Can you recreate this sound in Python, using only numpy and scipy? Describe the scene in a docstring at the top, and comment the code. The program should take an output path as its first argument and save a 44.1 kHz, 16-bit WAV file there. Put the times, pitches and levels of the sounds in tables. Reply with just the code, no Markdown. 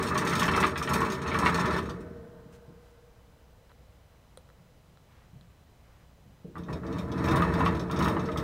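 """A plastic hamster wheel rumbles through its stand while its loose hub chatters and clacks on the axle.
Claws scratch the ribbed track and the rim rubs gritty as the animal runs in spurts. The wheel coasts
to rest, the hamster shifts about with soft thumps, ticks and paw slides, then it runs again.
The shaken cage rings and rustles on faintly over quiet room hiss."""
import sys
import numpy as np
from scipy import signal
from scipy.fft import rfft, irfft, next_fast_len
from scipy.io import wavfile
from scipy.ndimage import uniform_filter1d, map_coordinates

SR = 44100
rng = np.random.default_rng(int(sys.argv[2]) if len(sys.argv) > 2 else 0)


def output_pcm(signal):
    """Save a mono or channel-first signal as 16-bit PCM at the path in sys.argv[1].

    Samples are clipped to [-1, 1] before scaling.
    """
    pcm = np.clip(np.atleast_2d(signal).T, -1, 1) * 32767
    wavfile.write(sys.argv[1], SR, np.round(pcm).astype(np.int16))


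N = 371763

# EQ of the room hiss: f/Hz, level/dB
ROOM_EQ = [(20, -4), (40, -8), (60, -2.5), (140, -5), (200, -11.5), (290, -17.5), (370, -20), (520, -16),
           (760, -20), (1200, -24), (1550, -27), (4100, -33.5), (4800, -36), (6000, -37), (10400, -42.5),
           (15600, -40.5)]
# EQ of the rustling axle and loose bars: f/Hz, level/dB
RUSTLE_EQ = [(400, -32), (600, -2), (900, -1), (1150, -3), (1380, -4), (1550, 1), (1900, -20), (2200, -36)]
# long ring of the cage bars: f/Hz, level/dB, t60/s
CAGE_MODES = [(446, -7, 5.7), (461, 4, 3.8), (482.6, 2.5, 6.2), (617, 0.5, 2.2), (624, -2, 2.3),
              (653, -5, 3.8), (679, -5.5, 2.6), (897, -13.5, 4.2), (1046, -14.5, 4.6), (1240, -5, 1.3),
              (1510, -17, 2), (1527, -9, 2), (1840, -10, 2)]
# paw slips on the resting wheel: t/s, length/s, level/dB, brightness/(dB per octave)
SLIDE_CUES = [(2.516, 0.06, -64, 4.5), (2.788, 0.17, -76, 6), (3.688, 0.034, -63, -9),
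              (5.06, 0.24, -68, -2), (5.809, 0.28, -70.5, -1)]
# EQ of a sliding paw: f/Hz, level/dB
SLIDE_EQ = [(500, -7), (1000, 12), (2000, 10), (4000, 0), (7000, -5), (15000, -23)]
# ticks of the resting plastic: t/s, level/dB, relative edge/dB
TICK_CUES = [(3.695, -56, -8), (3.717, -49, -20), (4.374, -36.5, -11), (4.49, -47.5, -26),
             (4.501, -48.5, -26), (4.973, -49, -18), (5.411, -49, -8)]
# body of a tick: f/Hz, width/Hz, level/dB
TICK_MODES = [(520, 51, 0), (950, 180, -17), (1340, 240, 4), (1960, 170, -1), (3280, 150, -3),
              (4020, 260, -1), (9060, 500, -11)]
# weight shifts in the wheel: t/s, level/dB, cut-off/Hz
THUMP_CUES = [(2.44, -41.5, 250), (2.676, -39.5, 280), (4.594, -47, 170), (5.329, -40.5, 168),
              (6.256, -44.5, 220), (6.443, -32, 510), (6.576, -33.5, 448), (6.689, -34, 595)]
# footfalls: t/s, level/dB, relative claw tip/dB
FOOTFALL_CUES = [(0.026, -31.5, -9), (0.087, -38, -7), (0.145, -43, -4), (0.177, -25.5, -9.5),
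                 (0.25, -40, -4), (0.273, -25, -16), (0.295, -30, -12), (0.332, -30, -16),
                 (0.353, -26.5, -11.5), (0.395, -23, -11.5), (0.429, -24.5, -16), (0.455, -35, -5.5),
                 (0.514, -40.5, -3), (0.562, -31, -8), (0.602, -29.5, -9), (0.664, -30, -13),
                 (0.776, -31, -10), (0.826, -28, -13), (0.891, -36.5, -5.5), (0.935, -24.5, -10),
                 (1.004, -40.5, -3), (1.048, -47, -3), (1.066, -48, -6), (1.101, -33.5, -15),
                 (1.12, -31, -12.5), (1.217, -36.5, -18), (1.277, -34, -18), (1.341, -37, -11),
                 (1.388, -28, -11), (1.453, -33.5, -10.5), (1.468, -37, -8), (1.494, -31.5, -17),
                 (1.544, -24.5, -17), (1.574, -32, -21), (1.594, -32, -18), (1.656, -31, -18),
                 (1.68, -37, -24), (1.705, -34, -21), (1.763, -34.5, -16), (1.829, -58, -4),
                 (1.856, -42.5, -20), (1.895, -38, -20), (2.005, -58, -6), (6.58, -50.5, -12.5),
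                 (6.635, -50, -26), (6.728, -38.5, -20), (6.865, -46.5, -26), (6.926, -42.5, -21),
                 (6.984, -37, -19), (7.116, -39.5, -22), (7.179, -40.5, -24), (7.241, -35, -16),
                 (7.257, -46, -4), (7.283, -32, -19), (7.311, -34, -15.5), (7.359, -33.5, -11.5),
                 (7.418, -44, -5), (7.481, -55, -8), (7.538, -36, -16), (7.594, -44, -8), (7.652, -36, -14),
                 (7.672, -37, -23), (7.749, -40.5, -19), (7.795, -36, -19), (7.912, -35, -15),
                 (7.961, -35, -32), (7.989, -35.5, -9), (8.024, -31.5, -16), (8.044, -34.5, -10.5),
                 (8.082, -33, -12), (8.194, -40, -19), (8.256, -41.5, -22), (8.317, -43.5, -22),
                 (8.373, -32, -15.5)]
# the ribbed track: f/Hz, width/Hz, level/dB
TRACK_MODES = [(2395, 137, 10), (3080, 420, 5), (3630, 210, 7), (4270, 590, 1.5), (4710, 170, 1.5),
               (5326, 180, 3.5), (5965, 170, -1), (6454, 193, 0.5), (7400, 270, -6.5), (7950, 450, -5.5),
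               (9100, 1070, -6.5), (10760, 370, -13), (12080, 830, -12), (13500, 600, -13.5),
               (15100, 800, -16)]
# the single rib under a claw: f/Hz, width/Hz, level/dB
RIB_MODES = [(3690, 45, 0), (5480, 130, -4)]
# rib ring against the footfall, freer in the second run: t/s, level/dB
RIB_SEND = [(1.8, -11), (6.5, -2.5)]
# claw tips sound finer in the second run: t/s, treble tilt/dB
CLAW_TILT = [(.5, 1), (7, 4.5)]
# the thin plastic drum: f/Hz, width/Hz, level/dB
DRUM_MODES = [(771, 60, -17.0), (850, 18, -6.5), (900, 50, -9.0), (968, 35, -4.0), (1008, 24, -1.0),
              (1060, 45, -7.0), (1131, 32, -1.5), (1183, 21, -3.0), (1249, 36, -0.5), (1339, 24, 0.0),
              (1403, 71, -7.0), (1558, 183, -11.0), (1711, 46, -5.5), (1806, 32, -3), (2004, 190, -13.0),
              (2275, 60, -11), (2529, 46, -16.0), (2613, 15, -6.0), (3033, 260, -21.0), (3441, 206, -21.0),
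              (3783, 229, -22.0), (4021, 214, -23.0)]
# the crack at the front of a hub knock: f/Hz, width/Hz, level/dB
CRACK_MODES = [(1152, 67, 26.5), (1987, 214, 13.5), (2170, 330, -12)]
# hard knocks of hub on axle: t/s, level/dB, relative edge/dB
CLACK_CUES = [(0.109, -21, -37), (0.154, -16, -24), (0.219, -22.5, -20), (0.266, -21.5, -15.5),
              (0.327, -20, -17), (0.419, -14, -19), (0.441, -28, -10), (0.481, -17.5, -17),
              (0.537, -24.5, -10), (0.576, -14, -22), (0.6, -31, -31), (0.629, -12.5, -16.5),
              (0.637, -23.5, -8), (0.758, -23.5, -14), (0.815, -20.5, -25), (0.875, -25, -12.5),
              (1.015, -16, -25), (1.262, -24.5, -19.5), (1.316, -33.5, -6), (1.345, -19, -17),
              (1.426, -16.5, -36), (1.461, -11.5, -16), (1.47, -27, -22), (1.584, -20.5, -28),
              (1.648, -27, -28), (1.761, -22.5, -29), (1.888, -28, -38), (6.555, -30, -23.5),
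              (6.564, -34, -24), (6.685, -30.5, -22), (6.834, -33.5, -24), (7.097, -47, -32),
              (7.277, -27.5, -10), (7.372, -20.5, -21), (7.422, -13.5, -19), (7.606, -15.5, -24.5),
              (7.661, -16, -17.5), (7.898, -26.5, -24), (7.929, -27, -22), (8.006, -21, -18.5),
              (8.054, -18.5, -20), (8.077, -16, -23), (8.167, -19.5, -23), (8.287, -24.5, -21),
              (8.36, -23.5, -29)]
# the animal's place in the drum colours the hub: t/s, treble tilt/dB
HUB_TILT = [(2, 0.14), (6.5, -2)]
# wheel and stand, weighted by the animal's place: f/Hz, width/Hz, run 1 level/dB, run 2 level/dB
STAND_MODES = [(55, 27, -14, -13), (72, 11, -5, -4), (87, 11, -9, -7), (112, 7, -10, -9), (129, 20, -7, -6),
               (146, 19, -6, -5), (172, 8, 0, 2), (193, 24, -6, -6), (228, 18, -6, -9), (262, 14, -7, -7),
               (284, 25, -10, -9), (329, 11, -6, -3), (351, 16, -13, -14), (383, 8, -2, -10),
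               (448, 11, -6, -6), (482, 19, -14, -15), (571, 50, -18, -19), (613, 9, -9, -15),
               (652, 25, -19, -19)]
# drive on the wheel in each run, surging with every spurt: t/s, effort/dB
FIRST_RUN = [(0.0, -28), (0.098, -30), (0.168, -27), (0.198, -28.5), (0.652, -25.5), (0.712, -32),
             (0.872, -33.5), (0.916, -25.5), (1.012, -26.5), (1.196, -33), (1.484, -24.5), (1.51, -27),
             (1.654, -26.5), (1.789, -28)]
SECOND_RUN = [(6.565, -41), (6.6, -37.5), (6.63, -40.5), (6.672, -40.5), (6.702, -33), (6.77, -35),
              (6.815, -40.5), (6.85, -34.5), (6.97, -31.5), (7.06, -35), (7.342, -23), (7.506, -27),
              (7.662, -25), (7.882, -34), (8.022, -25), (8.356, -33.5), (8.398, -29.5), (8.43, -31)]
# faders at full effort, a row per run, the second heavier and duller: rumble/dB, chatter/dB, grit/dB
RUN_FADERS = [(-29.5, -32, -47), (-27, -36.5, -57)]

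FULL_EFFORT_DB, START_DB_PER_S, COAST_DB_PER_S = -27, 599, 37.5
CHATTER_GROWS, GRIT_GROWS = 1.64, 1.5  # dB per dB of effort
UNLOAD_S, UNLOAD_DB = 0.029, 8.5  # chatter and grit duck once the paws let go
COAST_HINGE_HZ, COAST_DULL_DB = 240, 3.5  # high-shelf cut on the coasting rumble
KNOCKS_PER_S, KNOCK_DB, KNOCK_EDGE_DB, FAINTEST_DB = 6.3, 3, -17.5, -45  # light, chance hub knocks
CRACK_DB, CRACK_SCATTER_OCT = 1.5, 0.079  # the pitch differs with the spot that is hit
SPOT_DB = 1.8  # each claw lands elsewhere and weights the track's modes anew
GRIT_PER_S, CLUMP_DB, CLUMPS_PER_S = 2300, 4, 60
HARD_TICK_DB, THUMP_T60_S = -39.5, 0.37
CAGE_WAVER, CAGE_BEAT_DB, CAGE_BEATS_PER_S = 0.008, 3, 14  # waver is a share of the pitch
TOP_HZ = 15780


def amp(db):
    """Decibels to gain."""
    return 10 ** (np.asarray(db) / 20)


def unit(x):
    """Scale to rms 1."""
    return x / np.sqrt(np.mean(x ** 2) + 1e-20)


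def normed(x):
    """Scale to energy 1."""
    return x / np.linalg.norm(x)


def peaked(x, db):
    """Scale a sound so that its envelope crests at db."""
    return x * amp(db) / np.sqrt(uniform_filter1d(x ** 2, size=128).max())


def levelled(x, size):
    """Even out the slow swings of a rattle over a window of size samples."""
    return x / np.sqrt(np.abs(uniform_filter1d(x ** 2, size=size)) + 1e-12)


def add(track, s, sound):
    """Mix a sound in at time s."""
    start = max(round(s * SR), 0)
    track[start:start + len(sound)] += sound[:max(N - start, 0)]


def filtered(x, response):
    """x through a frequency response."""
    size = next_fast_len(len(x) + 8192)
    return irfft(rfft(x, size) * response(np.fft.rfftfreq(size, 1 / SR)), size)[:len(x)]


def eq(x, points):
    """x through an EQ curve on a log axis: f/Hz, level/dB."""
    f, db = np.transpose(points)
    return filtered(x, lambda hz: amp(np.interp(np.log(hz + 1), np.log(f), db, left=-120)))


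def resonate(x, modes):
    """x through a body's resonances, alternating in polarity: f/Hz, width/Hz, level/dB."""
    return filtered(x, lambda f: sum(
        (-1) ** k * amp(db) * 1j * f * width / (hz * hz - f * f + 1j * f * width)
        for k, (hz, width, db) in enumerate(modes)))


def band(x, edge_hz, kind, order=2):
    """Causal high-pass or low-pass."""
    return signal.sosfilt(signal.butter(order, edge_hz, kind, fs=SR, output="sos"), x)


def lows(x, hinge_hz):
    """The low side of a zero-phase crossover."""
    return filtered(x, lambda hz: 1 / (1 + (hz / hinge_hz) ** 8))


def tilted(x, hinge_hz, curve):
    """Automated tilt EQ: the curve's dB are added above the hinge and taken away below."""
    low = lows(x, hinge_hz)
    tilt_db = np.interp(np.arange(N) / SR, *np.transpose(curve))
    return amp(-tilt_db) * low + amp(tilt_db) * (x - low)


def enclosed(x, t60, wet_db):
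    """x with the short, dense reflections of drum and cage."""
    t = np.arange(SR // 4) / SR
    tail = rng.standard_normal(len(t)) * amp(-60 * t / t60)
    return x + amp(wet_db) * signal.fftconvolve(x, normed(tail))[:len(x)]


def wobble(rate):
    """A smooth random curve, rate knots a second."""
    return map_coordinates(rng.standard_normal(int(N * rate / SR) + 4), [np.arange(N) * rate / SR])


def impacts(per_second, spread_db, size=N):
    """Randomly timed contacts of scattered strength."""
    hits = (rng.random(size) < per_second / SR) * rng.choice([-1, 1], size)
    return hits * amp(spread_db * rng.standard_normal(size).clip(-2, 2))


def contact(bounces_per_s, bounce_share, t60):
    """One blow of energy 1: a first touch, then a dying run of bounces."""
    t = np.arange(SR // 10) / SR
    bounces = impacts(bounces_per_s, spread_db=6.5, size=len(t)) * amp(-60 * t / t60)
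    blow = bounce_share * normed(bounces)
    blow[0] = 1
    return normed(blow)


def struck(blows, ring):
    """An ongoing train of blows through a body's ringing."""
    return signal.oaconvolve(np.pad(blows, (len(ring), 0), "wrap"), normed(ring))[len(ring):][:N]


def lingering(gain, t60):
    """Envelope of something that stores the wheel's energy and lets it die away over t60."""
    keep = amp(-120 / (t60 * SR))
    return np.sqrt(signal.lfilter([1 - keep], [1, -keep], gain ** 2))


def room():
    """The bed: steady hiss, a weak mains hum and a thin electronic whine."""
    t = np.arange(N) / SR
    hiss = unit(eq(rng.standard_normal(N), ROOM_EQ))
    hum = np.sin(2 * np.pi * 59.5 * t)
    whine = sum(np.sin(2 * np.pi * 1002.2 * k * t) * min(1, 4 / k) for k in range(2, 15))
    return amp(-58) * hiss + amp(-60.5) * hum + amp(-83.5) * whine


def rustle(gain):
    """A soft rustle of the axle and loose bars hangs on after the wheel slows."""
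    noise = band(eq(rng.standard_normal(N), RUSTLE_EQ), 2350, "low", order=4)
    return amp(-30.5) * lingering(gain, t60=5.5) * unit(noise)


def cage(gain):
    """Lightly damped bars store the wheel's shaking and ring on as wavering, beating tones."""
    out = np.zeros(N)
    for hz, db, t60 in CAGE_MODES:
        pitch = hz * (1 + CAGE_WAVER * wobble(20))
        tone = np.sin(2 * np.pi * np.cumsum(pitch) / SR)
        beating = unit(amp(CAGE_BEAT_DB * wobble(CAGE_BEATS_PER_S)))
        out += amp(db - 23) * lingering(gain, t60) * beating * tone
    return out


def slides():
    """A paw slips on the track: a short swell of tiny catches."""
    out = np.zeros(N)
    for s, length_s, db, bright in SLIDE_CUES:
        size = int(length_s * SR)
        colour = [(hz, level + bright * np.log2(hz)) for hz, level in SLIDE_EQ]
        grit = eq(impacts(4000, spread_db=2, size=size), colour)
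        add(out, s, amp(db) * unit(grit) * signal.windows.tukey(size, 0.5))
    return out


def ticks():
    """The plastic ticks as the load on the resting wheel changes; harder ticks knock and snap more."""
    out = np.zeros(N)
    groups = TICK_MODES[:1], TICK_MODES[1:4], TICK_MODES[4:6], TICK_MODES[6:]
    for s, db, edge_db in TICK_CUES:
        tap = enclosed(signal.unit_impulse(SR // 8), t60=0.094, wet_db=-11)
        knock, middle, edge, snap = (unit(resonate(tap, modes)) for modes in groups)
        force_db = db - HARD_TICK_DB
        body = amp(force_db + 4.5) * knock + amp(-1.5) * middle
        top = amp(edge_db + 10.5) * edge + amp(2 * force_db - 6) * snap
        add(out, s, peaked(body + top, db - 5.5))
    return out


def stand_modes(run):
    """The stand's modes as the first (0) or second (1) run drives them."""
    return [(hz, width, levels[run]) for hz, width, *levels in STAND_MODES]


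def thumps():
    """The furry body's weight drops on the stand with no sharp edge; softer landings are duller."""
    out, t = np.zeros(N), np.arange(SR // 3) / SR
    tap = signal.unit_impulse(len(t))
    ring = band(sum(resonate(tap, [mode]) for mode in stand_modes(1)), 95, "high", order=3)
    for s, db, cutoff_hz in THUMP_CUES:
        push = rng.standard_normal(len(t)) * amp(-60 * t / THUMP_T60_S)
        muffled = band(ring, cutoff_hz, "low", order=5)
        add(out, s, peaked(signal.fftconvolve(push, muffled)[:len(t)], db - 5))
    return out


def rim_scrape(gain):
    """The rim rubs its stand in gritty clumps that keep the track sounding between footfalls."""
    catches = impacts(GRIT_PER_S, spread_db=4) * amp(CLUMP_DB * wobble(CLUMPS_PER_S))
    grit = enclosed(resonate(catches, TRACK_MODES), t60=0.053, wet_db=7.5)
    return gain * unit(band(band(grit, 1900, "high"), 9900, "low", order=1))


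def claws():
    """Each claw ticks and skids on the track and rings a rib; its sharp tip adds the top end."""
    body, tips = np.zeros((2, N))
    for s, db, tip_db in FOOTFALL_CUES:
        skid = contact(bounces_per_s=4500, bounce_share=2.8, t60=0.055)
        modes = [(hz, width, level + SPOT_DB * rng.standard_normal()) for hz, width, level in TRACK_MODES]
        track = resonate(skid, modes)
        scratch = normed(band(band(track, 2460, "high"), 6700, "low", order=4))
        rib = amp(np.interp(s, *np.transpose(RIB_SEND))) * normed(resonate(skid, RIB_MODES))
        add(body, s, amp(db + 13) * (scratch + rib))
        add(tips, s, amp(db + tip_db + 22) * normed(band(track, 5220, "high", order=4)))
    tips = tilted(tips, hinge_hz=10400, curve=CLAW_TILT)
    return enclosed(body, t60=0.13, wet_db=2) + enclosed(tips, t60=0.17, wet_db=4)


def chatter(gain):
    """The loose hub rattles lightly on the axle and shakes the drum."""
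    ring = resonate(signal.unit_impulse(SR // 6, idx=256), DRUM_MODES)
    ring = eq(ring, [(450, -47), (750, 4.5), (1250, -0.5), (1900, 0.5),
                     (2600, -4), (3100, -27), (4200, 4), (7000, 19)])
    ring = band(ring, 4000, "low", order=5)
    rattle = unit(struck(impacts(1400, spread_db=1), ring))
    return amp(0.5) * gain * levelled(rattle, size=2400)


def clacks(gain):
    """The hub knocks and bounces, ringing the drum: hard hits on cue, lighter ones by chance."""
    tap = signal.unit_impulse(SR // 6)
    drum = normed(sum(resonate(tap, [mode]) for mode in DRUM_MODES))
    times = np.cumsum(rng.exponential(1 / KNOCKS_PER_S, size=200))
    light = []
    for s in times[times < N / SR]:
        db = KNOCK_DB + 20 * np.log10(gain[int(s * SR)] + 1e-9)
        if db > FAINTEST_DB:  # weaker knocks are lost in the chatter
            light.append((s, db, KNOCK_EDGE_DB))
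    out = np.zeros(N)
    for s, db, edge_db in CLACK_CUES + light:
        pitch = 2 ** (CRACK_SCATTER_OCT * rng.standard_normal())
        crack = normed(resonate(tap, [(hz * pitch, width, level) for hz, width, level in CRACK_MODES]))
        ring = enclosed(drum + amp(CRACK_DB) * crack, t60=0.13, wet_db=2.5)
        body = band(band(ring, 610, "high"), 1855, "low", order=4)
        edge = band(band(ring, 2000, "high", order=4), 2800, "low", order=4)
        blow = contact(bounces_per_s=2000, bounce_share=1, t60=0.06)
        add(out, s, peaked(signal.fftconvolve(blow, body), db - 7.5))
        add(out, s, peaked(signal.fftconvolve(blow, edge), db + edge_db + 8))
    return out


def hub(gain):
    """Chatter and clacks of the hub, coloured by where the animal loads the drum."""
    return tilted(chatter(gain) + clacks(gain), hinge_hz=1160, curve=HUB_TILT)


def effort(curve):
    """One run from quick start to coast-down: dB against full effort, and the paws' release (0-1)."""
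    t = np.arange(N) / SR
    s, db = np.transpose(curve)
    before, after = np.maximum(s[0] - t, 0), np.maximum(t - s[-1], 0)
    push_db = np.interp(t, s, db) - FULL_EFFORT_DB - START_DB_PER_S * before - COAST_DB_PER_S * after
    return push_db, np.minimum(after / UNLOAD_S, 1)


def wheel_gains():
    """Fader rides for rumble, chatter and grit: all follow the effort, the last two more steeply."""
    gains = np.zeros((3, N))
    for curve, (rumble_db, chatter_db, grit_db) in zip((FIRST_RUN, SECOND_RUN), RUN_FADERS):
        push_db, release = effort(curve)
        gains += amp([rumble_db + push_db,
                      chatter_db + CHATTER_GROWS * push_db - UNLOAD_DB * release,
                      grit_db + GRIT_GROWS * push_db - UNLOAD_DB * release])
    return gains


def wheel_rumble(gain):
    """Bumps of the rolling, loaded wheel shake the stand; the rumble dulls once the wheel coasts."""
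    out = np.zeros(N)
    second = np.arange(N) / SR > (FIRST_RUN[-1][0] + SECOND_RUN[0][0]) / 2
    for run, (curve, active) in enumerate(((FIRST_RUN, ~second), (SECOND_RUN, second))):
        ring = band(resonate(signal.unit_impulse(SR // 2), stand_modes(run)), 35, "high", order=6)
        ring = eq(np.pad(ring, (512, 0)),
                  [(30, -9), (80, 3), (170, 1.5), (330, 0.5), (700, 1), (1400, -2)])
        shake = levelled(unit(struck(impacts(900, spread_db=2.5), ring)), size=3000)
        low = lows(shake, COAST_HINGE_HZ)
        _, release = effort(curve)
        out += active * (low + amp(-COAST_DULL_DB * release) * (shake - low))
    return amp(-0.5) * gain * out


def scene():
    """Mono mix of wheel, animal and cage, close by in a quiet room."""
    roll, rattle, grit = wheel_gains()
    wheel = wheel_rumble(roll) + thumps() + hub(rattle) + rim_scrape(grit) + ticks() + slides()
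    background = cage(roll) + rustle(roll) + room()
    return (wheel + background + claws())[None]


def record(dry):
    """A brick-wall low-pass on the master."""
    return np.array([filtered(channel, lambda hz: hz < TOP_HZ) for channel in dry])


dry = scene()
out = record(dry)
output_pcm(out)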